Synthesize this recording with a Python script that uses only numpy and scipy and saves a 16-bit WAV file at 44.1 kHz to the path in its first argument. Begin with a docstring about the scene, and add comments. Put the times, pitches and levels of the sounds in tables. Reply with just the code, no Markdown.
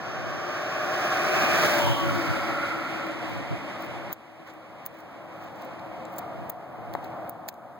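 """A residential street above a town: a bicycle coasts fast past a hand-held camera, a few metres away.
Its tyres roar, hum and spit grit on the asphalt. Each sound has its own directivity and spreads
spherically, and the Doppler effect lowers the hum as the bicycle passes and fades into far traffic.
Turbulent air buffets the microphone. Fingers rub and knock the camera body, and its sharpest clicks
make the gain control duck and creep back."""
import sys
import numpy as np
from scipy import signal
from scipy.fft import rfft, irfft
from scipy.io import wavfile
from scipy.ndimage import uniform_filter1d, map_coordinates

SR = 44100
rng = np.random.default_rng(int(sys.argv[2]) if len(sys.argv) > 2 else 0)


def digitize_waveform(pressure):
    """Quantize a signal to 16-bit integers and store it at the path in sys.argv[1].

    Rows of a 2-D input are taken as channels; values are limited to [-1, 1].
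    """
    field = np.atleast_2d(pressure).T
    bounded = np.clip(field, -1, 1)
    quanta = np.round(bounded * 32767).astype(np.int16)
    wavfile.write(sys.argv[1], SR, quanta)


N = 343539
T = np.arange(N) / SR
FREQ = np.maximum(np.fft.rfftfreq(N, 1 / SR), 1)
SPEED_M_S, NEAREST_M, PASS_S = 14, 2.545, 1.8  # the bicycle's straight, steady ride
SOUND_M_S = 343

# Spectra of far traffic and of air buffeting the microphone: f/Hz, level/dB
TOWN_SPECTRUM = [(40, -43), (70, -20.5), (110, -6), (230, -5.5), (320, -6), (410, -12), (560, -0.5),
                 (720, 0), (950, -4.5), (1250, -5.5), (2200, -24), (4000, -40), (8000, -50), (15500, -38.5)]
BUFFET_SPECTRUM = [(25, -36), (60, -19), (110, 3), (170, -3.5), (300, -19), (700, -16), (3000, -75)]
# Swells of the traffic and puffs of air: t/s, length/s, level/dB
TOWN_SWELLS = [(5.42, 0.38, -22), (6.24, .1, -11), (6.47, 0.083, -12.5), (7.23, .14, -14.5)]
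GUSTS = [(.25, 0.21, -39), (1.88, 0.074, -23.5), (2.1, 0.13, -25.5), (2.3, 0.036, -28), (3.35, 0.12, -34.5),
         (3.53, 0.032, -24.5), (4, 0.23, -46), (6.41, 0.063, -40), (6.88, 0.18, -43)]

# Spectra of a tick of the camera body and of skin sliding on it: f/Hz, level/dB
TICK_SPECTRUM = [(50, -55), (300, -21), (1500, -15), (4000, -8), (7000, -2.5), (10000, -6), (13000, 2),
                 (15300, 13), (17000, -0.5)]
RUB_SPECTRUM = [(50, -55), (300, -19), (1000, 23), (2000, 19.5), (3000, 11.5), (7000, 1.5), (11000, -14),
                (15000, -2)]
# Finger movements: t/s, length/s, scuff level/dB, crackle level/dB
RUBS = [(3.32, 0.087, -59, -59), (3.83, 0.069, -50, -53.5), (4.493, 0.04, -39, -52),
        (4.99, 0.063, -48, -53), (5.42, 0.14, -49.5, -64), (5.614, 0.084, -50, -64), (6.15, .06, -63, -58),
        (7.046, 0.034, -46.5, -53)]
# Clicks of the body: t/s, level/dB, 60 dB decay time/s, treble tilt/(dB per octave), ping level/dB
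CLICKS = [(3.0702, -35, .003, 2, -33), (4.1288, -10, .002, 17, 5), (4.129, -26, 0.0024, -7, -38),
          (4.1323, -30, 0.029, -6, -40), (4.317, -50, .002, -1, -40), (4.538, -35, .002, 3, -40),
          (4.855, -37, 0.045, -2, -40), (4.8628, -16, 0.012, 1, 0.5), (4.8715, -33, 0.0037, 2, -40),
          (5.005, -37, .003, 0, -40), (5.44, -42, 0.0043, 5, -43), (5.622, -40, .008, -10, -40),
          (5.65, -41, .004, 2, -40), (5.795, -42, 0.016, -17, -40), (6.053, -43, 0.012, -13, -40),
          (6.168, -41, 0.0027, 2, -40), (6.184, -27, .009, 0, -25), (6.188, -31, 0.021, -2.5, -25),
          (6.4967, -27.5, .007, -1, -10), (6.5, -24, 0.0093, 0, -0.5), (6.52, -40, .003, 1, -40),
          (6.935, -36, .003, 4, -40), (6.9388, -30, .0026, -10, -29), (6.9515, -38, .004, -5, -40),
          (7.2957, -20, 0.0024, 4, .5), (7.482, -31, 0.012, -3, -30), (7.487, -21.5, 0.028, -6.5, 3.5),
          (7.528, -41, .004, 2, -40), (7.542, -38, 0.0035, -3, -40)]
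# Normal modes of the body: f/Hz, 60 dB decay time/s
BODY_MODES = [(850, .0055), (1750, .004), (4100, .005), (7500, .011)]
# Knocks on the body: t/s, then level/dB for each mode
KNOCKS = [(5.793, -70, -60, -34, -55), (6.052, -70, -60, -42, -37), (6.1822, -50, -32, -45, -24),
          (6.9511, -1.8, -8.5, -28, -45), (7.044, -50, -45, -30, -55), (7.4888, -13.5, -12, -14, -40)]

# Spectra of the tyre roar from ahead and from behind, and of grit under the tread: f/Hz, level/dB
ROAR_AHEAD = [(60, -37), (120, -9.5), (250, -10.5), (460, -5), (700, 5), (900, -11), (1200, 1.5), (1650, 3),
              (2000, -5), (2500, -5), (4000, -18), (6000, -16), (8000, -37), (15500, -42)]
ROAR_BEHIND = [(60, -39), (120, -16), (250, -3.5), (440, -10.5), (720, 1), (920, -4), (1400, -5.5),
               (1750, -4), (2200, -2), (3100, -12), (4200, -18.5), (8000, -30.5), (15500, -41)]
GRIT_SPECTRUM = [(1500, -55), (3500, -9.5), (6000, -11), (8500, -19), (12000, -19.5), (15500, -12)]
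# Resonances of the rolling tread, the air in the tyre and the rear wheel: f/Hz, half-width/Hz, level/dB
TREAD_BANDS = [(595, 27, -3), (1130, 59, -7), (727, 26, -8)]
CAVITY_MODES = [(342.7, 15.8, -4), (291, 16, -12.5)]
WHIRR_MODES = [(1412, 110, -1.5), (2154, 250, -8.5)]
# Rate at which the tread knobs meet the road: t/s, f/Hz
TREAD_RATE = [(.6, 573.6), (1.1, 591), (2.2, 584.7), (4.5, 595.2)]
# Envelope of the lingering cavity note: t/s, level/dB
LINGER_ENVELOPE = [(1.9, -66), (2.4, -47), (3, -47.5), (3.7, -57), (4.7, -52.5), (5.4, -55.5), (6.1, -59.5),
                   (7.1, -56.5), (7.7, -70)]
# Surges of the whirr, and coarser stretches of asphalt: t/s, length/s, level of the added part/dB
WHIRR_SURGES = [(2.08, 0.029, -5), (2.64, 0.19, -3), (2.97, 0.13, -1.5)]
COARSE_ASPHALT = [(.945, 0.019, -9), (1.05, 0.35, -15), (1.125, 0.019, -11), (1.18, 0.015, -13),
                  (1.358, 0.035, -9), (1.655, 0.038, -9), (1.79, .025, -10), (2.22, 0.022, -17)]
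# Directivity of each tyre sound: level/dB ahead, front quarter, abeam, rear quarter, behind
ROAR_BEAM = (-14, -20, -27, -30.5, -14.5)
GRIT_BEAM = (-25.5, -31.5, -37, -38.5, -29)
HUM_BEAM = (-18.5, -38, -39, -32.5, -26.5)
TONE_BEAM = (-23.5, -30.5, -30, -35.5, -32)
OVERTONE_BEAM = (-30, -28, -46, -32.5, -36)
CAVITY_BEAM = (-22.5, -31, -42, -33, -22)
WHIRR_BEAM = (-63, -73, -64, -35.5, 0)
# Bands radiated one way only: angle from ahead/degrees, spread/degrees, f/Hz, half-width/Hz, level/dB
LOBES = [(20.4, 18, 757, 21, -26), (12.5, 27, 1112, 63, -25.5), (26.6, 25, 2430, 290, -24),
         (104, 93, 926, 130, -31.5), (122, 50, 3040, 290, -32.5), (161.4, 17, 4640, 500, -40.5),
         (155, 64, 286, 4.4, -38.5)]

# Stereo responses (side to mid, late copy of mid in the side, left to right): f/Hz, level/dB
SIDE_RESPONSE = [(60, 12), (130, -11), (300, -3), (700, -9.5), (1300, -2), (2000, -2), (4000, 2),
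                 (15000, 0)]
SPREAD_RESPONSE = [(130, -29), (310, -8.5), (520, -12), (800, -26), (1500, -38), (4000, -52)]
BALANCE = [(200, -1), (380, 5), (650, 1.5), (950, 2), (1350, -0.5), (2100, -3.5), (2700, -1)]


def undb(db):
    """Amplitude ratio of a level in decibels."""
    return 10 ** (np.asarray(db) / 20)


def unit(x):
    """Normalisation to rms 1."""
    return x / np.sqrt(np.mean(x ** 2))


def shape(points, freq=FREQ):
    """Magnitude response, interpolated in level over log frequency."""
    hz, db = np.transpose(points)
    return undb(np.interp(np.log(freq), np.log(hz), db))


def colour(x, gain):
    """Linear filtering by multiplication of the spectrum."""
    return irfft(rfft(x) * gain, N)


def noise(gain):
    """Filtered Gaussian noise, mid and side, rms 1."""
    return unit(colour(rng.standard_normal((2, N)), gain))


def walk(rate_hz):
    """Smoothed random steps with a spread near 1."""
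    hold = int(SR / rate_hz)
    steps = np.repeat(rng.standard_normal(N // hold + 1), hold)
    return 1.055 * uniform_filter1d(uniform_filter1d(steps, hold), hold)[:N]


def ring(modes):
    """Resonances under random excitation; their powers add."""
    power = sum((undb(db) * unit(1 / (1 + ((FREQ - hz) / width) ** 2))) ** 2 for hz, width, db in modes)
    return colour(rng.standard_normal((2, N)), np.sqrt(power))


def sine(hz):
    """Sinusoid whose phase is the integral of its frequency."""
    return np.sin(2 * np.pi * np.cumsum(hz, axis=-1) / SR)


def swells(rows):
    """Sum of Gaussian envelopes: t/s, length/s, level/dB."""
    return sum(undb(db) * np.exp(-2 * ((T - s) / length) ** 2) for s, length, db in rows)


def delayed(x, seconds):
    """Time-varying delay by cubic interpolation."""
    return np.array([map_coordinates(c, [(T - seconds) * SR % N], order=3, mode="nearest") for c in x])


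def town(wash_db=-39.5):
    """Incoherent sum of far traffic: a wash, a tyre drone that grows late, and a passing low note."""
    wash = noise(shape(TOWN_SPECTRUM)) * undb(wash_db + 0.78 * walk(3.405))
    drone = ring([(705, 62, -44)]) * undb(np.interp(T, [4.5, 6.3, 7.3, 7.7], [-14.5, 0, 3, 0.5]))
    note = ring([(524, 14, 0)]) * swells([(5.82, .7, -51.5)])
    return (wash + drone) * (1 + swells(TOWN_SWELLS)) + note


def wind(wake_s=1.76, rise_s=0.33, wake_db=-38, fade_db_per_s=10.5, breeze_db=-58, mid_db=-17):
    """Turbulence of breeze, gusts and the rider's wake drives the two ports mostly in antiphase."""
    age = T - wake_s
    wake = undb(wake_db - fade_db_per_s * np.maximum(age, 0)) * np.exp(np.minimum(age, 0) / rise_s)
    eddies = np.hypot(wake, undb(breeze_db)) * undb(4 * walk(16))
    return noise(shape(BUFFET_SPECTRUM)) * np.hypot(eddies, swells(GUSTS)) * undb([[mid_db], [0]])


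def tick_response(tilt_db_per_octave, freq=FREQ):
    """Response of the camera body to a tick, tilted above 2 kHz."""
    return shape(TICK_SPECTRUM, freq) * undb(tilt_db_per_octave * np.log2(np.maximum(freq, 2000) / SR))


def finger_rubs(slips_per_s=93, scatter_db=4):
    """Stick-slip friction: skin scuffs unevenly over the body and sets off a crackle of tiny ticks."""
    scuff = noise(shape(RUB_SPECTRUM)) * swells([(s, length, db) for s, length, db, _ in RUBS])
    scuff *= undb(3 * walk(90))
    slips = (rng.random(N) < slips_per_s / SR) * undb(scatter_db * rng.standard_normal((2, N)))
    crackle = unit(colour(slips, tick_response(-2)))
    return scuff + crackle * swells([(s, length, db) for s, length, _, db in RUBS])


def finger_drag(middle_s=4.484, length_s=0.051, level_db=-36.5, half_width_hz=420):
    """Sliding friction: the rasp of a fingertip falls in pitch as it slows."""
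    centre_hz = np.interp(T, [middle_s - length_s / 2, middle_s + length_s / 2], [2050, 1254])
    rasp = noise(1 / (1 + (FREQ / half_width_hz) ** 4)) * sine(centre_hz)
    return rasp * undb(level_db) * np.exp(-(2 * (T - middle_s) / length_s) ** 4)


def clicks(side_db=-2, rattle_db=-22, rise_s=0.00021, ping_hz=19500, high_tick_hz=15200):
    """Structure-borne sound: a joint creaks up to a snap with a ping, then loose parts chatter."""
    out = np.zeros((2, N))
    size, lead = 4096, 512  # samples in a click, and ahead of its snap
    freq = np.maximum(np.fft.rfftfreq(size, 1 / SR), 1)
    age = (np.arange(size) - lead) / SR
    # in hard clicks an ultrasonic ping trips the gain control; a faint, very high tick is heard with it
    high_tick = undb(-30) * np.sin(2 * np.pi * high_tick_hz * age)
    ping = (np.sin(2 * np.pi * ping_hz * age) + high_tick) * np.exp(-(age / .0004) ** 2)
    for s, db, t60, tilt, ping_db in CLICKS:
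        snap = np.exp(np.minimum(age / rise_s, -np.log(1000) * age / t60))
        chatter = undb(rattle_db + 5 * np.repeat(rng.standard_normal(size // 64), 64))
        chatter *= np.exp(np.minimum(age / .003, -age / .006))
        force = rng.standard_normal((2, size)) * (snap + chatter)
        tick = irfft(rfft(force) * unit(tick_response(tilt, freq)))
        start = int(s * SR) - lead
        out[:, start:start + size] += tick * undb([[db], [db + side_db]])
        out[0, start:start + size] += ping * undb(ping_db)
    return out


def knocks(push_s=.0012, side_db=-3):
    """Damped free vibration: a fingertip pushes briefly, then the modes of the body ring out."""
    out = np.zeros(N)
    for s, *levels in KNOCKS:
        age = np.clip(T - s, 0, .05)
        push = np.minimum(age / push_s, 1)
        for (hz, t60), db in zip(BODY_MODES, levels):
            out += undb(db) * push * np.sin(2 * np.pi * hz * age) * np.exp(-np.log(1000) * age / t60)
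    return out * undb([[0], [side_db]])


def ride():
    """Uniform motion: the bicycle's distance/m, and angle/degrees from its heading to the listener."""
    along = SPEED_M_S * (T - PASS_S)
    return np.hypot(NEAREST_M, along), np.degrees(np.arctan2(NEAREST_M, -along))


def path_gain(beam_db, loss_db_per_m):
    """Directivity, with spherical spreading and grazing loss relative to the nearest point."""
    distance, angle = ride()
    facing_db = np.interp(angle, np.linspace(0, 180, len(beam_db)), beam_db)
    return undb(facing_db - loss_db_per_m * (distance - NEAREST_M)) * NEAREST_M / distance


def tyre_lobes():
    """Directional radiation: single bands of the roar swell as their lobes sweep over the listener."""
    distance, angle = ride()
    bands = sum(ring([(hz, width, db)]) * np.exp(-2 * ((angle - aim) / spread) ** 2)
                for aim, spread, hz, width, db in LOBES)
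    return bands * NEAREST_M / distance


def rear_whirr(waver_s=.0008):
    """Phase and amplitude modulation: the whirr beamed back by the rear wheel wavers and surges."""
    whirr = delayed(ring(WHIRR_MODES), waver_s * walk(8)) * undb(walk(11))
    return whirr * (1 + swells(WHIRR_SURGES)) * path_gain(WHIRR_BEAM, loss_db_per_m=1.28)


def tyre_cavity(note_hz=333.6, wobble=.018, throb_db=2.5, circumference_m=2.0):
    """Cavity resonance: the air in the tyres rings, throbbing once a turn; its main note lingers."""
    modes = ring(CAVITY_MODES) * path_gain(CAVITY_BEAM, loss_db_per_m=0.1)
    hz = note_hz * (1 + wobble * np.array([walk(25.02), walk(25.93)]))
    note_db = np.interp(T, *np.transpose(LINGER_ENVELOPE)) + 3 * walk(9)
    throb = undb(throb_db * np.sin(2 * np.pi * SPEED_M_S / circumference_m * T))
    return (modes + np.sqrt(2) * sine(hz) * undb(note_db)) * throb


def grit(hits_per_sample=.15):
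    """Shot noise: countless tiny stones under the tread, a few louder than the rest."""
    hits = undb(np.minimum(rng.exponential(size=N), 6)) * (rng.random(N) < hits_per_sample)
    spray = unit(colour(rng.standard_normal((2, N)) * hits, shape(GRIT_SPECTRUM)))
    return spray * path_gain(GRIT_BEAM, loss_db_per_m=0.7)


def tread_harmonic(multiple, beam_db, wobble, waver_db):
    """Periodic impact: one harmonic of the knobs slapping the road, unsteady in pitch and level."""
    knob_hz = np.interp(T, *np.transpose(TREAD_RATE)) * (1 + wobble * np.array([walk(70), walk(69.5)]))
    tone = np.sqrt(2) * sine(multiple * knob_hz) * undb(waver_db * walk(20.8))
    return tone * path_gain(beam_db, loss_db_per_m=0.14)


def tread_hum():
    """Forced vibration of the tread: rough bands around two harmonics of the knob rate."""
    bands = ring(TREAD_BANDS) * path_gain(HUM_BEAM, loss_db_per_m=0.04)
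    fundamental = tread_harmonic(1, TONE_BEAM, wobble=0.011, waver_db=2.5)
    overtone = tread_harmonic(2, OVERTONE_BEAM, wobble=0.00735, waver_db=2)
    return bands + fundamental + overtone


def tyre_roar(turn_s=0.56, reflection=0.048, detour_m=0.13):
    """Horn effect: the wedge between tyre and road beams one spectrum forwards, another backwards."""
    distance, _ = ride()
    behind = .5 + .5 * np.tanh((T - PASS_S) / turn_s)
    direct = np.sqrt(1 - behind) * noise(shape(ROAR_AHEAD)) + np.sqrt(behind) * noise(shape(ROAR_BEHIND))
    # the road reflection lags most at the nearest point, so shallow notches sweep down and up again
    reflected = reflection * delayed(direct, detour_m * NEAREST_M / distance / SOUND_M_S)
    return unit(direct + reflected) * path_gain(ROAR_BEAM, loss_db_per_m=0.1145)


def bicycle():
    """A moving source: changing travel time gives hum, whirr and cavity ring their Doppler shift."""
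    distance, _ = ride()
    roar = tyre_roar()
    roughness = undb(walk(22.29)) * (1 + swells(COARSE_ASPHALT))  # roar and grit surge together
    rolling = (roar + grit()) * roughness
    tones = tread_hum() + tyre_cavity() + rear_whirr()
    return rolling + delayed(tones, distance / SOUND_M_S) + tyre_lobes()


def scene():
    """Superposition of all sources in mid and side, returned as left and right."""
    mid, side = bicycle() + town()
    street = np.array([mid, colour(side, shape(SIDE_RESPONSE))])
    mid, side = street + wind() + finger_rubs() + finger_drag() + clicks() + knocks()
    return np.array([mid + side, mid - side])


def gain_control(x, threshold_db=-6, release_db_per_s=8, attack_s=0.0035):
    """Compression: peaks over the threshold pull the gain down fast; it creeps back at a steady rate."""
    excess_db = np.maximum(20 * np.log10(np.abs(x.mean(axis=0)) + 1e-9) - threshold_db, 0)
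    cut_db = np.maximum.accumulate(excess_db + release_db_per_s * T) - release_db_per_s * T
    pole = np.exp(-1 / (attack_s * SR))
    return x * undb(-signal.lfilter([1 - pole], [1, -pole], cut_db))


def widen(x, lag_samples=16, spread_s=0.0024):
    """Comb filtering: mid and side get interleaved notches, and the side a late copy of the low mids."""
    echo = np.exp(-2j * np.pi * FREQ * lag_samples / SR)
    mid_comb = np.where(FREQ < SR / lag_samples / 2, 1, np.abs(1 - echo) / 2)  # flat to its first peak
    mid = colour((x[0] + x[1]) / 2, mid_comb)
    side = colour((x[0] - x[1]) / 2, np.abs(1 + echo) / 2)
    side += colour(mid, shape(SPREAD_RESPONSE) * np.exp(-2j * np.pi * FREQ * spread_s))
    lean = np.sqrt(shape(BALANCE))
    return colour(np.array([mid + side, mid - side]), np.array([lean, 1 / lean]))


def record(dry, hiss_db=-69, cutoff_hz=16300):
    """Signal chain: gain control, preamplifier hiss, stereo widening and a steep low-pass."""
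    lowpass = signal.ellip(10, .1, 90, cutoff_hz, fs=SR, output="sos")
    hiss = undb(hiss_db) * rng.standard_normal((2, N))
    return signal.sosfilt(lowpass, widen(gain_control(dry) + hiss))


dry = scene()
out = record(dry)
digitize_waveform(out)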